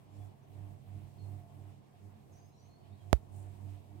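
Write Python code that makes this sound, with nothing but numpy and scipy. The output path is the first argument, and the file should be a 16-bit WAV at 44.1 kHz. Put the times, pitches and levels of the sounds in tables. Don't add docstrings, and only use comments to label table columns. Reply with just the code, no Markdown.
import sys
import numpy as np
from scipy import signal
from scipy.fft import rfft, irfft
from scipy.io import wavfile

SR = 44100
rng = np.random.default_rng(int(sys.argv[2]) if len(sys.argv) > 2 else 0)


def int16_out(signal):
    q = np.round(np.clip(np.atleast_2d(signal).T, -1, 1) * 32767)
    wavfile.write(sys.argv[1], SR, q.astype(np.int16))


N = 176400
LEAD_S = np.array([[0.00042], [0]])


def undb(db):
    return 10 ** (np.asarray(db) / 20)


def clock():
    return np.arange(N) / SR


def freqs():
    return np.maximum(np.arange(N // 2 + 1) * SR / N, SR / N)


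def unit(x):
    return x / np.sqrt(np.mean(x ** 2))


def colour(points):
    hz, db = np.array(points, float).T
    return undb(np.interp(np.log(freqs()), np.log(hz), db))


def band(hz, width_hz):
    f = freqs()
    return 1 / (1 + 1j * (f * f - hz * hz) / (f * width_hz))


def noise(response):
    return unit(irfft(rfft(rng.standard_normal((2, N))) * response, N))


def walk(rate_hz):
    return unit(irfft(rfft(rng.standard_normal(N)) / (1 + (freqs() / rate_hz) ** 2) ** 2, N))


def sides(left_db):
    return np.array([[undb(left_db)], [1]])


def flicker(x):
    octave = np.clip(np.log2(freqs() / 100), 0, 7)
    spectrum = rfft(x)
    bands = (irfft(spectrum * np.maximum(1 - np.abs(octave - k), 0), N) for k in range(8))
    return sum(part * undb(1.44 * walk(14)) for part in bands)


def wind(drive):
    # (frequency [Hz], relative level [dB])
    air_eq = [(25, -16), (60, 2), (150, 8), (260, 2.5), (420, -3.5), (520, -5.5), (700, -3), (1080, -8.5),
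              (1350, -18.5), (2800, -20.5), (4800, -25.5), (7000, -28.5), (10000, -31.5), (13000, -30.5),
              (16000, -38.5)]
    # (frequency [Hz], relative level [dB])
    rush_eq = [(25, -27), (45, 1), (90, 11), (170, 9), (260, 3.5), (400, -21), (520, -10.5), (600, 1.5),
               (700, -2), (850, -2.5), (1080, -10.5), (1350, -17.5), (2500, -17), (3500, -22),
               (4600, -26.5), (6800, -26), (7800, -22.5), (8500, -21), (10500, -27), (13000, -25),
               (16000, -27)]
    # (frequency [Hz], right over left [dB])
    lean_eq = [(30, 12), (60, 2.5), (120, 10), (250, 0.5), (500, -4.5), (1200, 0), (2400, 4.5), (4000, 5.5),
               (6000, -1), (8500, 1.5), (15000, -1.5)]
    lean = colour(lean_eq) ** np.array([[-.5], [.5]])
    smooth_s, follow, common_share = .2, 0.49, 0.18
    slow_drive = np.abs(irfft(rfft(drive) * np.exp(-(freqs() * smooth_s) ** 2), N))
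    rush = noise(colour(rush_eq) * lean) * slow_drive ** follow * undb(-58.5)
    air_tone = colour(air_eq) * lean
    lead = np.exp(2j * np.pi * freqs() * LEAD_S)
    common = unit(irfft(rfft(rng.standard_normal(N)) * air_tone * lead, N))
    air = np.sqrt(common_share) * common + np.sqrt(1 - common_share) * noise(air_tone)
    return flicker(rush + air * undb(-63))


def birds():
    # (start [s], length [s], first pitch [Hz], middle pitch [Hz], last pitch [Hz], level [dB])
    whistles = [(.09, .1, 7100, 7300, 7130, -83), (.19, 0.048, 3350, 3470, 3360, -75.5),
                (0.416, 0.033, 5700, 6140, 6600, -82), (1.178, 0.055, 4270, 4270, 4230, -70.5),
                (2.323, .10, 5100, 6130, 6850, -73.5), (2.317, 0.031, 6900, 6350, 6200, -72.5),
                (2.341, 0.18, 4610, 4930, 5560, -81.5), (2.418, 0.065, 6200, 6290, 6650, -75.5),
                (2.52, 0.11, 6800, 6900, 6950, -88), (2.53, 0.17, 5500, 5980, 6880, -76.5),
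                (2.506, 0.1, 4040, 4070, 4040, -78.5), (2.582, 0.053, 4900, 4570, 4600, -79),
                (2.638, 0.17, 4230, 4290, 4520, -77.5), (2.808, .09, 3060, 3050, 3070, -84),
                (2.898, 0.07, 3460, 3780, 4570, -78.5), (2.815, 0.19, 4400, 4460, 4470, -86),
                (2.989, 0.042, 3300, 3220, 3020, -76)]
    t, song = clock(), np.zeros(N)
    waver = 1 + .008 * walk(150)
    for start, length, first, middle, last, db in whistles:
        progress = np.clip((t - start) / length, 0, 1)
        glide = np.polyfit([0, .5, 1], [first, middle, last], 2)
        hz = np.polyval(glide, progress) * waver
        envelope = np.abs(np.sin(np.pi * progress)) ** 0.95
        song += undb(db) * envelope * np.sin(2 * np.pi * np.cumsum(hz) / SR)
    t60_s, echo_db = 0.38, 2
    trees = unit(rng.standard_normal((2, N)) * np.exp(-np.log(1000) * t / t60_s)) / np.sqrt(N)
    echo = irfft(rfft(song) * rfft(trees), N)
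    return (song + undb(echo_db) * echo) * sides(left_db=-1.5)


def rustle():
    # (frequency [Hz], relative level [dB])
    grass_eq = [(1500, -29), (5800, -15), (6900, -6), (8200, -2), (9800, -4), (11000, -17), (16000, -24)]
    start_s, rise_s = 3.315, .055
    age = np.maximum(clock() - start_s, 0) / rise_s
    envelope = age * np.exp(1 - age)
    return noise(colour(grass_eq)) * envelope * undb(-69 + 1.8 * walk(120)) * sides(left_db=-4.5)


def hoots():
    # (peak time [s], half-width [s], pitch [Hz], level [dB])
    notes = [(.23, 0.045, 712, -64), (.62, .1, 301, -62), (1.0, 0.056, 302, -59.5), (1.451, 0.09, 704, -64),
             (2.07, 0.022, 298, -65), (2.18, 0.028, 208, -56.5), (3.97, 0.03, 302, -57.5),
             (3.975, .03, 358, -60.5)]
    out = np.zeros(N)
    for at, width, hz, db in notes:
        envelope = np.exp(-((clock() - at) / width) ** 2)
        turns = np.cumsum(hz * (1 + 0.029 * walk(65))) / SR
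        out += undb(db) * envelope * np.sin(2 * np.pi * turns)
    return out


def drone():
    # (time [s], level [dB])
    fader = [(0, -61), (.6, -55.5), (1.2, -52), (1.75, -54), (2.0, -62), (3.3, -59.5), (4, -57.5)]
    pitch_hz, waver_db = 136, 2
    turns = np.cumsum(pitch_hz * (1 + .012 * walk(15))) / SR
    db = np.interp(clock(), *np.array(fader).T) + waver_db * walk(15)
    return undb(db) * np.sin(2 * np.pi * turns) * sides(left_db=-9)


def hiss_tail(at_s):
    # (frequency [Hz], relative level [dB])
    hiss_eq = [(100, 5.5), (700, -5), (1500, -11), (3000, -15), (6000, -23), (12000, -22.5), (16000, -28)]
    attack_s, decay_s = 0.0033, 0.024
    t = clock() - at_s
    envelope = np.clip(t / attack_s, 0, 1) * np.exp(-np.abs(t) / decay_s)
    return noise(colour(hiss_eq)) * envelope * undb(-48)


def bump(at_s):
    build_s, leak_s = 0.00039, .02
    thump_hz, thump_width_hz, top_hz = 56.6, 37.2, 13500
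    t = clock() - at_s
    pressure = np.where(t < 0, -0.86 * np.exp(-np.abs(t) / build_s), np.exp(-np.abs(t) / leak_s))
    thump = (band(thump_hz, thump_width_hz) * 1j * freqs() / thump_width_hz) ** 2
    port = 1 + undb(11.5) * band(hz=584, width_hz=228)
    hollow = 1 - band(hz=502, width_hz=218)
    rolloff = 1 / (1 + 1j * freqs() / top_hz)
    snap = irfft(rfft(pressure) * thump * port * hollow * rolloff, N)
    return undb(-9.5) * snap * sides(left_db=-44)


def swell():
    # (peak time [s], half-width [s], level [dB])
    swells = [(.085, .03, -28), (.22, 0.077, 0), (0.599, 0.082, -1), (.715, 0.077, -5.5),
              (0.953, 0.074, 1.5), (1.07, 0.053, -10.5), (1.304, 0.097, 3.5), (1.47, 0.019, -21),
              (1.632, 0.1, -2.5), (1.96, 0.018, -16), (2.061, .045, -4.5), (2.15, 0.041, -13),
              (2.338, 0.031, -5), (2.45, 0.034, -13), (2.56, 0.03, -48), (2.67, 0.041, -12.5),
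              (2.83, 0.059, -17), (2.93, 0.038, -5), (3.09, 0.053, -1.5), (3.22, 0.052, -12),
              (3.385, 0.072, 1), (3.49, 0.051, -1), (3.692, 0.087, 4.5), (3.97, 0.084, -2.5)]
    t, floor_db = clock(), -28.5
    return sum(undb(db) * np.exp(-((t - at) / width) ** 2) for at, width, db in swells) + undb(floor_db)


def housing(drive):
    # (time [s], pitch [Hz])
    hum_pitch = [(0, 99.7), (0.598, 98.2), (1.298, 97.4), (2.1, 97.36), (3.0, 95.5), (3.45, 95.97),
                 (3.7, 96.86), (4, 95.8)]
    # (pitch [Hz], width [Hz], right level [dB], left level [dB], swell following [exponent])
    rings = [(54, 6.8, -62, -75, .7), (200.6, 5.2, -64, -67.5, 0.33), (299, 4.1, -67, -66.5, 0.43),
             (359, 9, -66, -91, 0.55), (400, 10, -79.5, -69.5, 0.27), (466.8, 19, -75, -78, 0.18),
             (708.7, 29.6, -68.5, -72.5, 0.28)]
    hum_db, waver_db = -40, 1.06
    hz = np.interp(clock(), *np.array(hum_pitch).T) * (1 + 0.0046 * walk(24))
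    turns = np.cumsum(hz) / SR + hz * LEAD_S
    hum = np.sin(2 * np.pi * turns) * drive * undb(hum_db + waver_db * walk(37))
    out = hum * sides(left_db=-13)
    for ring_hz, width, right_db, left_db, follow in rings:
        ring = noise(band(ring_hz, 2 * width) ** 2)
        out += ring * undb([[left_db], [right_db]]) * drive ** follow
    return out


def scene():
    drive, bump_s = swell(), 3.12984
    ambience = housing(drive) + wind(drive) + drone() + hoots() + birds()
    return ambience + bump(bump_s) + hiss_tail(bump_s) + rustle()


def record(dry):
    top_hz = 16200
    return signal.sosfilt(signal.ellip(10, .2, 70, top_hz, fs=SR, output="sos"), dry)


dry = scene()
out = record(dry)
int16_out(out)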